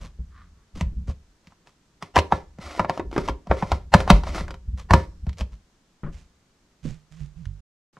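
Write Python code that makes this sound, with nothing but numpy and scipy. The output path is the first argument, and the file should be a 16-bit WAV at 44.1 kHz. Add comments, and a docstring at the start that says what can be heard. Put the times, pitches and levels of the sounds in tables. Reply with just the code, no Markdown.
"""A plastic cup is screwed onto a vacuum flask on a kitchen counter, after fingers tighten the stopper.
Cup knocks are a short wall swing, ringing modes, chatter and a crack; the thread scrapes in noisy slips.
Knocks and pushes also reach a microphone on the counter as low thumps made of decaying sine waves.
Bumps of filtered noise, and a finger humming and hissing on the microphone's housing, come as well.
Noise gives the room rumble and hiss; a short silence falls just before the end."""
import sys
import numpy as np
from scipy import signal
from scipy.fft import rfft, irfft, next_fast_len
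from scipy.io import wavfile
from scipy.ndimage import uniform_filter1d

SR = 44100
rng = np.random.default_rng(int(sys.argv[2]) if len(sys.argv) > 2 else 0)


def transcribe(signal):
    """Save signal, clipped to [-1, 1], as a 16-bit WAV file at the path in sys.argv[1]."""
    frames = np.atleast_2d(signal).T
    limited = np.clip(frames, -1, 1)
    pcm = np.round(limited * 32767).astype(np.int16)
    wavfile.write(sys.argv[1], SR, pcm)


N = 352344
T = np.arange(N) / SR  # time in seconds
RING_T = T[:SR // 2]  # the half second allowed for each blow

# Blows on the cup and the stopper, and a click (at 7.453 s) as a finger meets the microphone's housing.
# Each row: start in seconds, body level in dB, wall swing in Hz, crack level in dB,
# level in dB of the thud through the counter.
KNOCKS = [(0.808, -22.5, 630, -39, -17.5), (1.097, -35.5, 540, -76, -44), (1.469, -54, 860, -59, -43.5),
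          (1.52, -46, 890, -77, -63), (1.67, -47.5, 864, -60.5, -60), (2.023, -22.5, 950, -43.5, -31.5),
          (2.157, -14.5, 805, -29.5, -39), (2.163, -0.5, 787, -32, -20.5), (2.176, -10, 960, -32, -22),
          (2.186, -7, 620, -27.5, -30.5), (2.321, -2.5, 859, -43, -17), (2.584, -34, 520, -61.5, -30),
          (2.793, -5.5, 920, -40.5, -17), (2.845, -13.5, 880, -59, -25.5), (2.894, -9.5, 692, -38.5, -26),
          (2.974, -18.5, 670, -50, -37), (2.994, -18, 363, -55, -39), (3.112, -33.5, 600, -58, -62),
          (3.126, -27, 342, -56, -39), (3.161, -13, 345, -53, -36.5), (3.177, -11.5, 382, -38, -17.5),
          (3.276, -24, 650, -47, -42), (3.284, -12.5, 964, -41, -33), (3.293, -18.5, 372, -46.5, -35),
          (3.469, -31, 700, -58, -32), (3.511, -3.5, 690, -55, -19.5), (3.623, -15, 880, -54, -17),
          (3.716, -8, 732, -34, -26), (3.937, 3, 877, -22, -16), (3.944, -2, 1030, -33.5, -3.5),
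          (4.002, -15.5, 676, -38, -26), (4.075, -12.5, 784, -44.5, -33), (4.1, 4.5, 1055, -18, -1),
          (4.268, -24, 650, -53, -38), (4.345, -22.5, 1300, -49, -34), (4.406, -26, 500, -47.5, -23.5),
          (4.479, -30, 1500, -54, -47), (4.505, -25.5, 1400, -47, -46), (4.54, -31.5, 1400, -54.5, -46),
          (4.906, -4, 1025, -34.5, -13.5), (4.934, 2, 974, -26.5, -6), (5.265, -34.5, 700, -58, -24),
          (5.291, -39, 1245, -52, -38), (5.328, -59, 1300, -59.5, -56), (5.407, -25, 635, -42.5, -30.5),
          (7.453, -60, 1400, -56, -70), (7.967, -38.5, 1170, -82.5, -48)]
# Twists of the cup along its thread. Each row: start in seconds, length in seconds, scrape level in dB.
TWISTS = [(1.994, 0.072, -52), (2.289, 0.09, -45), (2.585, 0.22, -40.5), (2.88, 0.091, -47.5),
          (3.106, 0.18, -44), (3.474, .28, -44.5), (3.916, 0.096, -36), (4.07, 0.09, -37.5),
          (4.235, 0.048, -33.5), (4.314, 0.072, -33), (4.899, 0.1, -39)]
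# Ringing tones of the cup. Each row: pitch in Hz, level in dB, seconds to fall by 60 dB.
CUP_MODES = [(308, -9, .15), (334, -3.5, 0.044), (397.8, -2.5, .09), (529.5, -4, 0.14), (592.4, -5.5, 0.13),
             (700, 3, 0.055), (814, -9.5, 0.026), (937.6, 1.5, 0.12), (1026, -0.5, 0.09), (1093, -7, 0.1),
             (1255, -18.5, 0.091), (1373, -10.5, 0.13), (1754, -14.5, 0.057), (1732, -21, 0.25),
             (2060, -23, .2), (2270, -19.5, .08), (2310, -18, 0.083), (2551, -19.5, 0.033),
             (3079, -17.5, 0.033), (2960, -25, 0.04), (3607, -20, 0.069), (3820, -20.5, .08),
             (4240, -29.5, 0.037), (5000, -27, 0.058)]
# Tone colour of the low rumble under a hand. Each row: pitch in Hz, level in dB.
RUMBLE_COLOUR = [(20, -3.5), (45, 8.5), (75, 7.5), (110, -12.5), (180, -6.5), (260, -21.5), (450, -31),
                 (900, -64.5)]


def undb(db):
    """Turn decibels into a gain."""
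    return 10 ** (np.asarray(db) / 20)


def unit(x, top=False):
    """Scale to an rms of 1, or to a peak of 1."""
    size = np.abs(x).max() if top else x.std()
    return x / size


def colour(x, points):
    """Filter with a response of (Hz, dB) points; it never sounds before its input."""
    size = next_fast_len(len(x) + 4096, True) // 2 * 2
    hz, db = np.transpose(points)
    f = np.maximum(np.arange(size // 2 + 1) * SR / size, 1)
    log_gain = np.interp(np.log(f), np.log(hz), db) * np.log(10) / 20
    # folding the cepstrum forward in time gives the filter its minimum phase
    cepstrum = irfft(log_gain)
    cepstrum[1:size // 2] *= 2
    cepstrum[size // 2 + 1:] = 0
    response = np.exp(rfft(cepstrum))
    return irfft(rfft(x, size) * response)[:len(x)]


def fade(t60):
    """Exponential decay after a blow, falling 60 dB in t60 seconds."""
    return undb(-60 * RING_T / max(t60, 1e-3))


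def burst(t60):
    """Dying noise: many tiny contacts or wall reflections."""
    return rng.standard_normal(len(RING_T)) * fade(t60)


def ring(modes, scatter_db):
    """Decaying tones of a struck body; each blow lands elsewhere and weights them anew."""
    out = np.zeros(len(RING_T))
    for hz, db, t60 in modes:
        level_chance, pitch_chance = rng.uniform(-1, 1, 2)
        gain = undb(db + scatter_db * level_chance) * np.sign(pitch_chance)
        tone = np.sin(2 * np.pi * hz * (1 + 0.009 * pitch_chance) * RING_T)
        out += gain * fade(t60) * tone
    return out


def add(track, s, x):
    """Mix a sound into the track at time s in seconds."""
    i = max(int(s * SR), 0)
    track[..., i:i + x.shape[-1]] += x[..., :N - i]


def pan(x, db):
    """Place a sound by its left minus right level in dB."""
    return x * undb(np.array([[db], [-db]]) / 2)


def grains(rate, spread_db):
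    """Stick-slip clicks of uneven size at a given rate per second, rms 1."""
    clicks = (rng.random(N) < rate / SR) * rng.standard_normal(N)
    return unit(clicks * undb(abs(spread_db) * rng.exponential(size=N)))


def walk(rate):
    """Random values at a given rate per second, held and smoothed; their spread is near 1."""
    k = int(SR / rate)
    steps = np.repeat(rng.standard_normal(N)[:N // k + 1], k)
    return unit(uniform_filter1d(steps, k)[:N])


def strokes(rows, attack_s, release_s):
    """Gain of (s, length s, dB) hand movements: each swells, holds, then falls 60 dB in the release."""
    out = np.zeros(N)
    for s, length_s, db in rows:
        t = T[T < length_s + release_s]
        swell = np.minimum(t / attack_s, 1) ** 2
        fall = np.exp(-np.log(1000) * np.maximum(t - length_s, 0) / release_s)
        add(out, s, swell * undb(db) * fall)
    return out


def knock(body_db, hz, crack_db, swing_cycles=7.2, rise_s=0.00059):
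    """The gripped wall swings a few cycles, the cup rings and chatters on, the hard rim cracks."""
    # Tone colour of the chatter. Each row: pitch in Hz, level in dB.
    chatter_colour = [(100, -24.5), (250, -12.5), (500, -4), (950, 5.5), (1500, -3), (2500, -13),
                      (5000, -41.5), (12000, -58)]
    # Tone colour of the rim's crack. Each row: pitch in Hz, level in dB.
    crack_colour = [(300, -20), (900, 2), (2000, 7.5), (3600, 1.5), (5500, -1), (8000, -10.5), (12000, -23),
                    (16000, -28)]
    swing = np.sin(2 * np.pi * hz * RING_T) * fade(swing_cycles / hz)  # falls 60 dB in these cycles
    swing = unit(swing * (1 - np.exp(-RING_T / rise_s)), top=True)
    modes = unit(ring(CUP_MODES, scatter_db=5.5), top=True)
    chatter = unit(colour(burst(t60=0.044), chatter_colour), top=True)
    body = unit(swing + undb(-6.5) * modes + undb(-5.0) * chatter, top=True)

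    crack = burst(t60=0.0065) + undb(-17.5) * burst(t60=0.047)
    crack = colour(crack * (1 - np.exp(-RING_T / 0.001)), crack_colour)
    crack *= undb(crack_db + 2.5) / crack[:SR // 50].std()  # level over the first 20 ms
    return undb(body_db + 0.6) * body + crack


def knocks(lag_s=0.0018, graze_db=-15, graze_t60_s=0.05):
    """Blows on cup and stopper, and a click on the housing; the parts graze just before they meet."""
    out = np.zeros(N)
    for s, body_db, hz, crack_db, _ in KNOCKS:
        blow = knock(body_db, hz, crack_db)
        graze = burst(graze_t60_s)[:SR // 50][::-1]  # 20 ms of noise that grows towards the blow
        lead = signal.fftconvolve(blow, graze / np.linalg.norm(graze))
        add(out, s + lag_s, blow)
        add(out, s + lag_s - len(graze) / SR, undb(graze_db) * lead)
    return out


def ticks(ticks_per_s=14, body_db=9.5, crack_db=-15, spread_db=2, middle_hz=845):
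    """The loose cup wobbles on its thread and ticks at random, harder in a harder twist."""
    out = np.zeros(N)
    for s, length_s, scrape_db in TWISTS:
        for _ in range(round(ticks_per_s * length_s)):
            size_db = scrape_db + spread_db * rng.uniform(-1, 1)
            hz = middle_hz * 2 ** rng.uniform(-1, 1)  # up to an octave either way
            tick = knock(size_db + body_db, hz, size_db + crack_db)
            add(out, s + length_s * rng.random(), tick)
    return out


def thread_scrape():
    """The thread catches and slips: many slips grate, and sparser hard ones ring the whole cup."""
    # Tone colour of the grating thread. Each row: pitch in Hz, level in dB.
    thread_colour = [(150, -32.5), (250, 2), (342, 4), (443, -12), (661, 0), (786, -5), (888, -6.5),
                     (1350, 0.5), (1600, -14), (2040, -1.5), (2700, -11.5), (5400, -12.5), (12000, -31.5),
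                     (15900, -57)]
    twist = strokes(TWISTS, attack_s=.035, release_s=.2)
    slips = grains(rate=12000, spread_db=1.1) * undb(1.8 * walk(rate=60)) * twist
    click = 1. * (RING_T == 0)
    grating = colour(slips, thread_colour) / np.linalg.norm(colour(click, thread_colour))
    catches = grains(rate=810, spread_db=1) * twist
    cup_ring = ring(CUP_MODES, scatter_db=-8.5)
    ringing = signal.fftconvolve(catches, cup_ring / np.linalg.norm(cup_ring))[:N]
    return undb(-2.0) * (grating + undb(-4.5) * ringing)


def seal():
    """The stopper's rubber seal drags in the neck of the flask in small slips, swelling with the turn."""
    # Rubs of the seal. Each row: start in seconds, length in seconds, level in dB.
    rubs = [(0.27, .15, -55), (0.5, 0.11, -70)]
    # Tone colour of the rubbing seal. Each row: pitch in Hz, level in dB.
    seal_colour = [(500, -25), (900, -14), (1130, 5.5), (1450, -4), (1900, -6), (2500, -18), (4200, -19),
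                   (7000, -40), (14000, -51)]
    rubbing = unit(colour(grains(rate=2500, spread_db=1.5), seal_colour))
    return rubbing * strokes(rubs, attack_s=0.098, release_s=0.22)


def finger_brushes():
    """Skin slides over the plastic in tiny slips, heard as a fine hiss."""
    # Brushes of the fingers. Each row: start in seconds, length in seconds, level in dB.
    brushes = [(0.0, 0.062, -51.5), (0.745, 0.071, -50.5), (1.065, 0.036, -50), (1.43, 0.1, -69.5),
               (1.65, 0.055, -65.5), (4.765, 0.038, -48), (5.365, 0.04, -44.5), (5.51, .03, -61)]
    # Tone colour of sliding skin. Each row: pitch in Hz, level in dB.
    skin_colour = [(210, -30.5), (350, -19), (527, -4.5), (780, -15), (1100, -6), (1530, -16), (1770, -14),
                   (6420, -20), (12600, -39), (15000, -55)]
    hiss = unit(colour(grains(rate=2500, spread_db=-1.9), skin_colour))
    return undb(1.5) * hiss * strokes(brushes, attack_s=0.014, release_s=0.13)


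def thump(hz, t60, rise_cycles=0.6, boards_db=-9):
    """The flask rocks on the counter as a decaying low tone, and the boards ring with it."""
    # Ringing tones of the counter. Each row: pitch in Hz, level in dB, seconds to fall by 60 dB.
    counter_modes = [(48, -6, 0.14), (60, -3, 0.13), (93.5, -2.5, .25), (113.5, -4, 0.17),
                     (156.4, -7.5, 0.26), (189, -8.5, 0.23), (220.8, -8.5, 0.16)]
    push = 1 - np.exp(-(RING_T * hz / rise_cycles) ** 2)
    rock = unit(push * np.sin(2 * np.pi * hz * RING_T) * fade(t60), top=True)
    boards = unit(push * ring(counter_modes, scatter_db=0.0), top=True)
    return rock + undb(boards_db) * boards


def counter(thud_hz=171, thud_t60_s=0.051, thud_lag_s=.003, rock_cycles=11):
    """Knocks thud through the counter, pushes rock it more slowly, and gripping hands add a rumble."""
    # The hands bear down on the flask. Each row: start in seconds, length in seconds, rumble level in dB.
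    grips = [(0.0, 0.53, -49.5), (0.72, 0.37, -38), (2.12, 0.77, -50), (2.98, 0.3, -37), (3.47, 0.84, -40),
             (3.9, 0.58, -32), (4.63, 0.82, -41), (6.06, 0.046, -36)]
    # Pushes that rock the flask. Each row: start in seconds, level in dB, rocking pitch in Hz.
    pushes = [(0.005, -30, 45.4), (0.186, -23.5, 60), (0.816, -17.5, 69.3), (0.855, -21, 53.3),
              (0.962, -19.5, 62.7), (1.082, -20.5, 70.5), (2.175, -13.5, 77.3), (2.33, -24, 72),
              (2.65, -34.5, 70.6), (2.997, -30.5, 61.4), (3.059, -29, 48), (3.295, -24, 56),
              (3.495, -15.5, 63.5), (3.718, -15.5, 67.6), (3.94, -11.5, 76), (4.119, -5.5, 48),
              (4.409, -22, 60.5), (4.675, -21.5, 55.16), (4.728, -21, 63.2), (4.907, -7.5, 76.2),
              (4.926, -5, 68.7), (5.225, -27, 63), (5.271, -19.5, 67.6), (5.407, -19.5, 63),
              (5.518, -32.5, 54)]
    rumble = unit(colour(rng.standard_normal(N), RUMBLE_COLOUR))
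    out = rumble * strokes(grips, attack_s=.03, release_s=0.51)
    for s, *_, thud_db in KNOCKS:
        hz = thud_hz * (1 + 0.073 * rng.uniform(-1, 1))
        add(out, s + thud_lag_s, undb(thud_db) * thump(hz, thud_t60_s))
    for s, db, hz in pushes:
        add(out, s, undb(db) * thump(hz, rock_cycles / hz))  # falls 60 dB in these cycles
    return out


def finger_drags(drag_hz=151):
    """A finger judders along the microphone's housing, making it hum, while its skin hisses."""
    # Drags near the right port. Each row: start in seconds, length in seconds, hum level in dB,
    # hiss level in dB.
    drags = [(6.11, .08, -61, -58.5), (6.822, 0.086, -39, -53), (7.1, 0.11, -48.5, -62),
             (7.194, 0.05, -37.5, -66.5), (7.351, 0.11, -46, -71)]
    # Tone colour of skin close to the microphone. Each row: pitch in Hz, level in dB.
    near_skin_colour = [(300, 1), (1000, -1.5), (2300, 0), (4000, -4.5), (7000, -5.5), (10000, -18.5),
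                        (16000, -37)]
    hum_rows = [(s, length_s, hum_db) for s, length_s, hum_db, _ in drags]
    hiss_rows = [(s, length_s, hiss_db) for s, length_s, _, hiss_db in drags]

    wobbling_hz = drag_hz * (1 + .06 * walk(rate=35))
    judder = np.sin(2 * np.pi * np.cumsum(wobbling_hz) / SR) * undb(2.8 * walk(rate=20))
    hum = unit(judder) + undb(-4.5) * unit(colour(rng.standard_normal(N), RUMBLE_COLOUR))
    hum *= strokes(hum_rows, attack_s=0.02, release_s=0.29)
    hiss = unit(colour(grains(rate=9100, spread_db=-2.8), near_skin_colour))
    hiss *= strokes(hiss_rows, attack_s=0.02, release_s=0.29)
    return pan(hum, db=-10) + pan(hiss, db=-6.5)


def housing_press(press_s=7.463, press_db=-23):
    """A finger presses on the microphone's housing, which rings in a few low tones."""
    # Ringing tones of the housing. Each row: pitch in Hz, level in dB, seconds to fall by 60 dB.
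    housing_modes = [(48, -0.5, 0.5), (96.5, 3, 0.31), (146.2, -1.5, 0.41)]
    out = np.zeros((2, N))
    press = unit(ring(housing_modes, scatter_db=5.5), top=True)
    add(out, press_s, pan(undb(press_db) * press, db=-7))
    return out


def dull_bumps():
    """Dull bumps of hand and forearm, and two thuds on the microphone's housing off to the right: short noise
    bursts, muffled by a low-pass filter."""
    # The bumps. Each row: start in seconds, level in dB, muffling cut-off in Hz, left minus right in dB.
    bumps = [(0.005, -43, 1800, -0.5), (0.043, -38, 1840, -0.5), (0.187, -39.5, 600, 0.5),
             (0.759, -29, 250, 0), (0.922, -33.5, 197, 0.5), (0.962, -44, 198, 4), (1.079, -25.5, 860, 1),
             (5.27, -29.5, 600, 2.5), (5.399, -34, 950, 3), (6.034, -22.5, 1700, 2),
             (6.065, -24, 1400, 3.5), (6.85, -23.5, 299, -8.5), (6.889, -29, 279, -10.5)]
    # Tone colour before muffling. 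Each row: pitch in Hz, level in dB.
    bump_colour = [(30, 8), (70, -10), (140, 6), (280, -5.5), (420, -10.5), (560, -11.5), (800, -22),
                   (1350, -16), (2400, -26.5), (5000, -38)]
    out = np.zeros((2, N))
    for s, db, cutoff_hz, pan_db in bumps:
        muffle = signal.butter(2, cutoff_hz, fs=SR, output="sos")
        bump = signal.sosfilt(muffle, colour(burst(t60=0.16), bump_colour))
        add(out, s, pan(undb(db) * unit(bump, top=True), pan_db))
    return out


def kitchen(x, width_hz=1800):
    """A small, short room; the two close ports hear its bass alike and its treble less so."""
    # Room echo by band. Each row: centre in Hz, level in dB, seconds to fall by 60 dB.
    echo_bands = [(288, -4.5, 0.31), (600, -14, .22), (1400, -18.5, 0.28), (3360, -14, .22),
                  (7000, -28.5, 1), (13000, -15, 0.28)]
    response = 0
    for hz, db, t60 in echo_bands:
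        band = signal.butter(2, [hz / 1.5, min(hz * 1.5, .45 * SR)], "band", fs=SR, output="sos")
        onset = 1 - np.exp(-(RING_T / 0.00063) ** 2)
        mid, side = (signal.sosfilt(band, burst(t60) * onset) for _ in range(2))
        width = np.sqrt(hz / (hz + width_hz))
        tail = mid + width * side * np.array([[1], [-1]])
        response = response + undb(db) * tail / np.linalg.norm(fade(t60))
    return x + signal.fftconvolve(x[None], response, axes=1)[:, :N]


def ports(x, lag_s=.000014):
    """Airborne sound reaches the right port a little before the left."""
    hz = np.arange(N // 2 + 1) * SR / N
    turn = np.exp(np.pi * 1j * hz * lag_s * np.array([[-1], [1]]))
    return irfft(rfft(x) * turn, N)


def quiet(level_db=-64):
    """Steady noise: still room rumble in the middle, microphone hiss out to the sides."""
    # Tone colour of the quiet room. Each row: pitch in Hz, level in dB.
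    quiet_colour = [(20, -4), (42, 0), (85, -9), (175, -4), (300, -10), (630, -18), (1300, -19),
                    (2500, -25), (6500, -26), (8000, -30), (10000, -38), (13000, -42), (16000, -58)]
    mid, side = (unit(colour(rng.standard_normal(N), quiet_colour)) for _ in range(2))
    side = signal.sosfilt(signal.butter(1, 1200, "high", fs=SR, output="sos"), side)
    return undb(level_db) * (mid + undb(-1.5) * side * np.array([[1], [-1]]))


def scene():
    """Airborne sounds pass through the room; thumps and handling reach the microphone directly."""
    airborne = knocks() + ticks() + thread_scrape() + seal() + finger_brushes()
    handling = finger_drags() + housing_press() + dull_bumps()
    return ports(kitchen(airborne)) + counter() + handling + quiet()


def record(dry, top_hz=15500):
    """Hard knocks overload the microphone; the sound is cut to silence near the end; top treble is cut."""
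    # The silent gap: its start and end in seconds.
    silence = (7.605, 7.93)
    outside = (T < silence[0]) | (T > silence[1])
    live = uniform_filter1d(1. * outside, size=200)  # soft edges of about 5 ms
    clipped = np.clip(dry * live, -1, 1)
    low_pass = signal.ellip(8, .2, 70, top_hz, fs=SR, output="sos")
    return signal.sosfilt(low_pass, clipped)


dry = scene()
out = record(dry)
transcribe(out)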